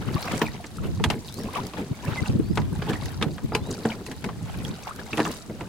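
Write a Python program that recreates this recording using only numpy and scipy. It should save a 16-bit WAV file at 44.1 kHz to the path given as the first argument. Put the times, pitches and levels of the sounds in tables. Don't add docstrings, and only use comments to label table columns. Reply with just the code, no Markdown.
import sys
import numpy as np
from scipy import signal
from scipy.fft import rfft, irfft, next_fast_len
from scipy.io import wavfile
from scipy.ndimage import map_coordinates

SR = 44100
rng = np.random.default_rng(int(sys.argv[2]) if len(sys.argv) > 2 else 0)


def transcribe(signal):
    frames = np.atleast_2d(signal).T
    limited = np.clip(frames, -1, 1)
    pcm = np.round(limited * 32767).astype(np.int16)
    wavfile.write(sys.argv[1], SR, pcm)


N = 250615


def amp(db):
    return 10 ** (np.asarray(db) / 20)


def unit(x):
    return x / np.sqrt(np.mean(x ** 2) + 1e-20)


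def along(points, hz):
    f, v = np.transpose(points)
    return np.interp(np.log(hz + 1), np.log(f), v)


def wobble(rate):
    knots = rng.standard_normal(int(N * rate / SR) + 4)
    return map_coordinates(knots, [np.arange(N) * rate / SR])


def decay(t, t60):
    return np.exp(-np.log(1000) * t / t60)


def balance(pan_db):
    return amp([[pan_db / 2], [-pan_db / 2]])


def filtered(x, response):
    n = x.shape[-1]
    m = next_fast_len(n + 8192)
    return irfft(rfft(x, m) * response(np.fft.rfftfreq(m, 1 / SR)), m)[..., :n]


def stereo(pair, spectrum, alike):
    def mid_side(hz):
        turn = np.arccos(np.clip(along(alike, hz), -1, 1)) / 2
        return amp(along(spectrum, hz)) * [np.cos(turn), np.sin(turn)]

    mid, side = filtered(pair, mid_side)
    return unit(np.array([mid + side, mid - side]))


def add(track, s, sound):
    start = max(round(s * SR), 0)
    part = track[..., start:start + sound.shape[-1]]
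    part += sound[..., :part.shape[-1]]


def swells(events, rise_s, fall_s, rest_db):
    t = np.arange(0, N + 32, 32) / SR
    s, length, db = np.transpose(events)[:, :, None]
    away = np.maximum(s - t, 0) / rise_s + np.maximum(t - s - length, 0) / fall_s
    power = np.sum((amp(db) * decay(away, 1)) ** 2, axis=0) + amp(rest_db) ** 2
    return np.interp(np.arange(N) / SR, t, np.sqrt(power))


def echoed(x, t60, wet_db):
    t = np.arange(int(SR * t60)) / SR
    tail = rng.standard_normal((2, len(t))) * decay(t, t60)
    tail /= np.linalg.norm(tail[0])
    return x + amp(wet_db) * signal.fftconvolve(x, tail, axes=1)[:, :N]


# frequency in Hz, likeness (1 is identical).
PORT_LIKENESS = [(400, 1), (1000, 0.63), (2200, 0.13), (4500, 0.21), (8000, 0.0039), (13000, -0.5)]


def ring(modes, t, spread_db):
    hz, db, t60 = np.transpose(modes)[:, :, None]
    size = amp(db + spread_db * rng.standard_normal(hz.shape))
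    apart = np.arccos(np.clip(along(PORT_LIKENESS, hz), -1, 1)) / 2 * rng.choice([-1, 1], hz.shape)
    phase = 2 * np.pi * (hz * t + rng.random(hz.shape))
    fade = size / np.linalg.norm(size) * decay(t, t60)
    return np.sqrt(2) * np.array([(fade * np.sin(phase + side * apart)).sum(0) for side in (1, -1)])


def bubble(t, hz, t60, rise):
    fade = decay(t, t60) * (1 - np.exp(-t * hz / 1.5))
    return fade * np.sin(2 * np.pi * hz * t * (1 + rise * t / t60 / 2))


def bubbles(rate, centre_hz, octaves, cycles, spread_db):
    t = np.arange(int(SR * min(1.5 * cycles / centre_hz, .03))) / SR
    when, pitch, life, size, angle = rng.random((int(rate * N / SR), 5)).T[:, :, None]
    hz = centre_hz * 2 ** (octaves * (2 * pitch - 1))
    loud = amp(-spread_db * np.log(np.maximum(size, .03)))
    grains = loud * bubble(t, hz, cycles * (.5 + life) / np.sqrt(hz * centre_hz), rise=0.12)
    at = ((when * N).astype(int) + np.arange(len(t))).ravel()
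    shares = np.cos(2 * np.pi * angle), np.sin(2 * np.pi * angle)
    return unit(np.array([np.bincount(at, (grains * share).ravel(), N)[:N] for share in shares]))


# start in seconds, clack level in dB, hull level in dB before a 5 dB lift,
# treble tilt in dB per octave, contact resonance in Hz, strongest hull frequency in Hz, left over right in dB.
BOAT_KNOCKS = [(0.416, -18, -21, -1, 860, 168, 0), (0.641, -36.5, -39, -2, 1880, 220, -2.5),
               (0.998, -34.5, -26.5, -5, 920, 175, 1.5), (1.039, -16, -25.5, 2, 3480, 210, -1.5),
               (1.101, -18.5, -28, 1.5, 2900, 222, 2.5), (1.735, -35.5, -39, -1, 1060, 300, -1),
               (2.397, -47, -28.5, -4, 880, 297, 12), (2.555, -40, -54, 10, 4100, 220, 8),
               (2.5733, -20, -27.5, -2, 960, 222, 2), (2.82, -30.5, -34.5, -2.5, 1570, 428, -3),
               (2.896, -34.5, -23.5, 4, 1400, 390, -2), (2.932, -29.5, -42, 0, 1140, 432, -6),
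               (3.2128, -28.5, -25, -2, 3930, 300, -1), (3.224, -21, -24, 1, 3600, 218, 0),
               (3.381, -34.5, -47, -3.5, 1590, 220, 2), (3.52, -30, -32, -10, 845, 428, -2),
               (3.5493, -18.5, -25, 2.5, 2500, 434, 1.5), (3.851, -25.5, -19.5, -4.5, 740, 244, 0),
               (4.063, -36.5, -44, 8, 2580, 220, -1), (4.114, -34.5, -41, 5.5, 1710, 220, 2),
               (4.241, -30, -36, 2.5, 2200, 220, 4.5), (4.289, -32, -53, -3.5, 1110, 293, 4),
               (5.13, -30.5, -29.5, -1, 2400, 300, -1), (5.173, -30, -29, 6, 3020, 300, -1),
               (5.179, -25, -26, -3.5, 1410, 300, -0.5), (5.192, -21, -21, -3.5, 850, 308, 0),
               (5.201, -21, -16.5, -2, 1700, 306, 0.5), (5.2512, -27.5, -29.5, -2.5, 3250, 122, -4),
               (5.497, -38.5, -30.5, -6, 586, 219, 1), (5.608, -32, -38, -1.5, 980, 300, -2)]
# frequency in Hz, relative level in dB.
CLACK_SPECTRUM = [(250, -42), (550, -2.5), (830, 0.5), (1300, -1), (1900, -1.5), (2900, -3), (4200, -9),
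                  (7000, -18), (11000, -26), (16000, -45)]
# frequency in Hz, time in seconds to fall 60 dB.
CLACK_T60 = [(500, 0.14), (1500, 0.075), (4000, 0.047), (12000, 0.078)]
# frequency in Hz, relative strength in dB, time in seconds to fall 60 dB.
LOCK_MODES = [(842, 19, 0.16), (1025, 18, 0.13), (1880, 22, 0.042), (2362, 0.5, 0.024), (2620, 4, .1),
              (2970, -22, 0.031), (3590, -23, 0.019), (4100, 9, 0.2), (4630, 4, 0.11), (5640, -12, 0.097),
              (8950, -31, .06), (10770, 6, 0.13)]
# frequency in Hz, relative strength in dB, time in seconds to fall 60 dB.
PLANK_MODES = [(121.7, -8, 0.2), (157.4, -6, 0.17), (223.7, -3, 0.2), (307.3, -8, 0.26), (336, 3.5, 0.041),
               (426.8, -1.5, 0.11), (465.5, -2, 0.091)]
# start in seconds, frequency in Hz,
# level in dB, time in seconds to fall 60 dB.
METAL_PINGS = [(0.418, 15070, -35, 0.11), (1.102, 13200, -47, 0.22), (3.536, 4950, -41, 0.15)]
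METAL_DB, FULL_BLOW_DB, FULL_TILT_DB = -20.5, -19, 3.5
METAL_PER_DB, METAL_PER_TILT = 1.2, 4.4


def rowlocks():
    out, t = np.zeros((2, N)), np.arange(SR // 4) / SR
    grid = np.geomspace(100, 16000, 80)
    clack_likeness = [(700, 1.0), (1400, 0.93), (2800, 0.58), (6000, 0.3), (13000, .05)]
    for s, db, hull_db, tilt_db, contact_hz, hull_hz, pan_db in BOAT_KNOCKS:
        hz, frames, bands = signal.stft(rng.standard_normal((2, len(t))), SR, nperseg=128)
        fade = amp(-60 * frames / along(CLACK_T60, hz)[:, None])
        dying = signal.istft(bands * fade, SR, nperseg=128)[1][:, :len(t)]
        contact = 1 + 1.13 * np.exp(-t / 0.0024)
        spot_db = 7 * np.exp(-(np.log2(grid / contact_hz) / 0.17) ** 2)
        colour_db = along(CLACK_SPECTRUM, grid) + tilt_db * np.log2(grid / 2000) + spot_db
        clack = stereo(dying * contact, np.transpose([grid, colour_db]), clack_likeness)
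        clack *= (1 - np.exp(-t / 0.001)) / np.std(clack[:, :SR // 100])

        metal = ring(LOCK_MODES, t, spread_db=2.5) * (1 - np.exp(-t / 0.00061))
        softer_db = max(FULL_BLOW_DB - db, 0)
        duller_db = max(FULL_TILT_DB - tilt_db, 0)
        metal_db = METAL_DB - METAL_PER_DB * softer_db - METAL_PER_TILT * duller_db

        planks = [(f, level + 6 * np.exp(-(np.log2(f / hull_hz) / 0.2) ** 2), t60)
                  for f, level, t60 in PLANK_MODES]
        boom = ring(planks, t, spread_db=2.0) * (1 - np.exp(-t / 0.002))
        knock = amp(db) * clack + amp(metal_db) * metal + amp(hull_db + 5) * boom
        add(out, s, knock * balance(pan_db))
    for s, hz, db, t60 in METAL_PINGS:
        ping = ring([(hz, 0, t60)], t, spread_db=0) * (1 - np.exp(-t / 0.0011))
        add(out, s, amp(db) * ping)
    return out


def squeak(s=2.172, length=0.032, start_hz=2100, end_hz=2020, db=-27):
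    out, u = np.zeros(N), np.linspace(0, 1, int(length * SR))
    phase = 2 * np.pi * np.cumsum(start_hz + (end_hz - start_hz) * u) / SR
    swell = np.sqrt(np.abs(np.sin(np.pi * u)))
    add(out, s, amp(db) * swell * np.sin(phase))
    return out


# start in seconds,
# length in seconds, wash level in dB, spray level in dB.
BLADE_STROKES = [(0.162, 0.28, -36.5, -43), (1.248, 0.19, -62, -50), (1.449, 0.23, -46.5, -49.5),
                 (2.09, 0.18, -38, -48.5), (2.827, 0.28, -43, -48.5), (3.683, .25, -48, -48.5),
                 (4.552, 0.35, -46, -51), (5.137, .2, -42, -43.5)]
# start in seconds, hull thud in dB, splash in dB.
WAVELET_SLAPS = [(0.02, -39, -40), (0.085, -28.5, -39.5), (0.27, -37, -33.5), (0.332, -26, -31.5),
                 (0.55, -43.5, -41), (0.848, -30, -38.5), (1.129, -29, -38), (1.385, -33, -50),
                 (1.455, -30.5, -42), (1.567, -40, -29.5), (1.606, -28, -50), (1.785, -28.5, -33),
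                 (2.077, -28, -38), (2.3, -30.5, -46), (2.62, -42, -41.5), (2.893, -28, -31.5),
                 (3.06, -37.5, -47), (3.26, -30.5, -46.5), (3.542, -29.5, -42.5), (3.692, -28.5, -45.5),
                 (3.781, -31, -66), (3.907, -33.5, -32.5), (4.005, -34.5, -51), (4.088, -32, -53),
                 (4.253, -32, -43.5), (4.49, -47, -43), (4.547, -39, -42), (4.615, -35.5, -50),
                 (4.679, -35, -48), (4.88, -47, -37.5), (4.993, -36.5, -40), (5.263, -27.5, -36.5),
                 (5.51, -32.5, -70), (5.617, -32.5, -46)]
# frequency in Hz, relative level in dB.
WASH_SPECTRUM = [(200, -47), (500, -3.5), (900, 0.5), (1400, -1.5), (2500, -4), (4000, -7), (7000, -18),
                 (16000, -19)]
# frequency in Hz, relative level in dB.
SPRAY_SPECTRUM = [(1000, -37), (2500, -3.5), (5000, 3.5), (8000, -1.5), (12000, -2), (16000, -4.5)]
STROKE_RISE_S, WASH_FALL_S, SPRAY_FALL_S, SPRAY_LAG_S = 0.67, 0.35, 0.32, 0.02
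SLAP_RISE_S, SLAP_HOLD_S, THUD_FALL_S, SPLASH_FALL_S = 0.14, 0.0042, 0.35, 0.19
CALM_THUD_DB, CALM_WASH_DB, CALM_SPRAY_DB = -48, -53, -54


def blades():
    washes = [(s, length, db) for s, length, db, _ in BLADE_STROKES]
    stirred = swells(washes, STROKE_RISE_S, WASH_FALL_S, CALM_WASH_DB)
    splashes = [(s, SLAP_HOLD_S, db) for s, _, db in WAVELET_SLAPS]
    broken = swells(splashes, SLAP_RISE_S, SPLASH_FALL_S, -np.inf)
    sprays = [(s + SPRAY_LAG_S, length, db) for s, length, _, db in BLADE_STROKES]
    thrown = swells(sprays, STROKE_RISE_S, SPRAY_FALL_S, CALM_SPRAY_DB)

    gurgle = bubbles(rate=1500, centre_hz=1300, octaves=1.5, cycles=18, spread_db=4.5)
    churn = rng.standard_normal((2, N)) * amp(3.5 * wobble(110))
    wash = stereo(gurgle + amp(3) * unit(churn), WASH_SPECTRUM, PORT_LIKENESS)

    droplets = bubbles(rate=1800, centre_hz=6500, octaves=1.1, cycles=5, spread_db=6)
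    fizz = droplets * amp(3 * wobble(45)) + amp(-6) * rng.standard_normal((2, N))
    spray = stereo(echoed(fizz, t60=0.031, wet_db=-3.5), SPRAY_SPECTRUM, PORT_LIKENESS)
    return np.hypot(stirred, broken) * wash + thrown * spray


# start in seconds, frequency in Hz, level in dB before
# a 3.5 dB cut, climb in pitch over its life as a fraction.
LOUD_BUBBLES = [(0.165, 1084, -15, 0.25), (0.466, 2340, -16, 0.047), (0.483, 1870, -23, 0.17),
                (0.6, 688, -25.5, 0.08), (0.784, 1300, -23.5, .06), (1.486, 940, -22.5, 0.89),
                (1.552, 2960, -20.5, 0.084), (1.558, 1120, -13.5, .1), (1.586, 847, -14, 1),
                (2.03, 890, -28, 0.66), (2.259, 2660, -18.5, 0.12), (2.754, 790, -26.5, 0.59),
                (2.956, 1880, -20, .03), (3.903, 2930, -18, 0.34), (3.918, 2190, -18, 0.34),
                (4.65, 3280, -16.5, 0), (4.870, 804, -18, 0.78), (4.889, 1055, -23.5, 0.034),
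                (4.909, 1110, -19, 0.85), (4.993, 1660, -22.5, 0.058), (5.132, 2520, -11.5, .2),
                (5.26, 1150, -15, .3), (5.272, 904, -21.5, .9)]
# start in seconds, peak in dB before a 1 dB lift,
# left over right in dB before the water's shared balance.
SPRAY_DROPS = [(0.255, -26, 0.0), (0.321, -22.5, -1), (1.3249, -28, 6), (1.342, -28.5, 19),
               (1.4353, -33, 13), (1.668, -24, -3.0), (2.0516, -30.5, 15), (3.058, -22.5, -2),
               (3.7468, -30, 1), (4.65, -25.5, 0), (4.9613, -28, -6), (5.256, -34, -12.5), (5.313, -28, -3),
               (5.3166, -23.5, -11)]
PLOP_CYCLES = 37
GLUGS_PER_S, GLUG_HZ, GLUG_OCTAVES, GLUG_RISE, GLUG_DB = 60, 1300, 0.91, 0.48, 5.5


def plops():
    out, t = np.zeros((2, N)), np.arange(SR // 5) / SR
    glugs = []
    for s, length, db, _ in BLADE_STROKES:
        for when, pitch, strength in rng.random((int(GLUGS_PER_S * length), 3)):
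            hz = GLUG_HZ * 2 ** (GLUG_OCTAVES * (2 * pitch - 1))
            glugs.append((s + when * length, hz, db + GLUG_DB + 8 * (strength - .5), GLUG_RISE))
    for s, hz, db, rise in LOUD_BUBBLES + glugs:
        plop = bubble(t, hz, PLOP_CYCLES / hz, rise)
        add(out, s, amp(db - 3.5) * plop * balance(rng.normal(0, 4)))
    for s, db, pan_db in SPRAY_DROPS:
        burst = rng.standard_normal((2, len(t))) * amp(-60 * t / 0.011)
        tick = stereo(burst, SPRAY_SPECTRUM, PORT_LIKENESS)
        add(out, s, amp(db + 1.0) * tick / np.abs(tick).max() * balance(pan_db))
    return echoed(out, t60=0.079, wet_db=-7)


# frequency in Hz, relative level in dB.
HULL_SPECTRUM = [(60, -8), (110, -0.5), (170, 3.5), (225, 3.5), (305, -2.5), (365, -3), (435, -2),
                 (540, -10), (800, -19), (1600, -48.5)]


def hull():
    thuds = [(s, SLAP_HOLD_S, db) for s, db, _ in WAVELET_SLAPS]
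    shove = swells(thuds, SLAP_RISE_S, THUD_FALL_S, CALM_THUD_DB)
    uneven = rng.standard_normal((2, N)) * amp(2 * wobble(45))
    return shove * stereo(uneven, HULL_SPECTRUM, [(100, 1.0), (400, 0.96)])


# start in seconds, length in seconds, level in dB.
WIND_GUSTS = [(0.0, 0.14, -30), (0.33, 0.18, -35), (0.83, 0.28, -28.5), (1.24, 0.35, -45),
              (2.07, 0.14, -35.5), (2.34, 0.42, -27.5), (2.86, 0.45, -31.5), (3.45, 0.2, -36.5),
              (4.26, 0.45, -34), (4.85, 0.77, -47)]
# frequency in Hz, relative level in dB.
BUFFET_SPECTRUM = [(20, -37), (40, -10), (65, 2), (100, 3.5), (170, 2), (250, -6.5), (350, -11.5),
                   (500, -27.5), (1000, -34), (3000, -82)]
# centre in seconds, frequency in Hz, left in dB, right in dB.
PORT_EDDIES = [(0.082, 130, -16, -31), (0.157, 121, -14, -17), (0.813, 110, -20.5, -36),
               (0.895, 114, -31, -18), (1.087, 100, -29, -17), (1.918, 138, -15.5, -17.5),
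               (2.087, 129, -17, -16.5), (2.124, 109, -20, -35), (2.225, 131, -14.5, -18),
               (2.299, 110, -15, -13.5), (2.360, 172, -10.5, -12.5), (2.399, 201, -10.5, -11.5),
               (2.511, 172, -21, -10), (2.604, 154, -19.5, -12), (2.729, 131, -17.5, -18),
               (3.272, 140, -30, -14), (3.447, 130, -14.5, -17), (3.625, 99, -20.5, -24),
               (4.706, 158, -19.5, -21)]
# frequency in Hz, relative level in dB.
PUFF_SPECTRUM = [(60, -16), (130, -2), (220, 2), (340, -4.5), (500, -16), (1000, -48), (3000, -74)]
GUST_RISE_S, GUST_FALL_S, LULL_DB = 0.46, 0.47, -51
PUFF_DB, PUFF_WIDTH_S = -11, 0.015


def wind():
    strength = swells(WIND_GUSTS, GUST_RISE_S, GUST_FALL_S, LULL_DB)
    lumps = amp(2.5 * np.array([wobble(30), wobble(36)]))
    rumble = stereo(lumps * rng.standard_normal((2, N)), BUFFET_SPECTRUM, [(60, 0.07), (250, 0.18)])

    thumps, t = np.zeros((2, N)), np.arange(SR // 10) / SR - 1 / 20
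    for s, hz, left_db, right_db in PORT_EDDIES:
        thump = np.exp(-(t * hz) ** 2 * 1.6) * np.cos(2 * np.pi * (hz * t + rng.random((2, 1))))
        turbulence = stereo(rng.standard_normal((2, len(t))), PUFF_SPECTRUM, [(60, 0)])
        puff = np.exp(-(t / PUFF_WIDTH_S) ** 2) * turbulence
        add(thumps, s + t[0], amp([[left_db], [right_db]]) * (thump + amp(PUFF_DB) * puff))

    breeze_spectrum = [(20, -11), (60, 15), (150, -8), (500, -27)]
    breeze = amp(-50) * stereo(rng.standard_normal((2, N)), breeze_spectrum, [(60, 0)])
    return strength * rumble + thumps + breeze


# start in seconds, length in seconds, start frequency in Hz,
# frequency at the break upward in Hz, end frequency in Hz, level in dB around which it quavers.
BIRD_WHISTLES = [(0.15, .155, 3550, 4400, 5350, -47), (1.29, .155, 3300, 4600, 5550, -49),
                 (2.41, .15, 3950, 4850, 5150, -55), (3.605, .155, 3350, 4050, 5000, -51)]


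def bird():
    out = np.zeros((2, N))
    for s, length, start_hz, break_hz, end_hz, db in BIRD_WHISTLES:
        u = np.linspace(0, 1, int(length * SR))
        quaver = wobble(66)[:len(u)]
        glide = np.interp(u, [0, .6, .72, 1], [start_hz, break_hz, end_hz * .98, end_hz])
        phase = 2 * np.pi * np.cumsum(glide * (1 + .008 * quaver)) / SR
        swell = np.sqrt(np.abs(np.sin(np.pi * u)))
        add(out, s, amp(db + 2 * quaver) * swell * np.sin(phase))
    return echoed(out, t60=.18, wet_db=-5)


# frequency in Hz, relative level in dB.
RIVER_SPECTRUM = [(300, -1), (700, 0.5), (1500, -4), (3000, -5), (6000, -9.5), (10000, -11), (16000, -19)]


def river():
    rustle = stereo(rng.standard_normal((2, N)), RIVER_SPECTRUM, PORT_LIKENESS)
    return amp(-53.0 + 0.79 * wobble(2.25)) * rustle


def scene():
    oars = rowlocks() + squeak()
    planks = hull()
    water = (blades() + plops() + river()) * balance(1)
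    return oars + planks + water + wind() + bird()


def record(dry):
    return filtered(dry, lambda hz: hz < 16000)


dry = scene()
out = record(dry)
transcribe(out)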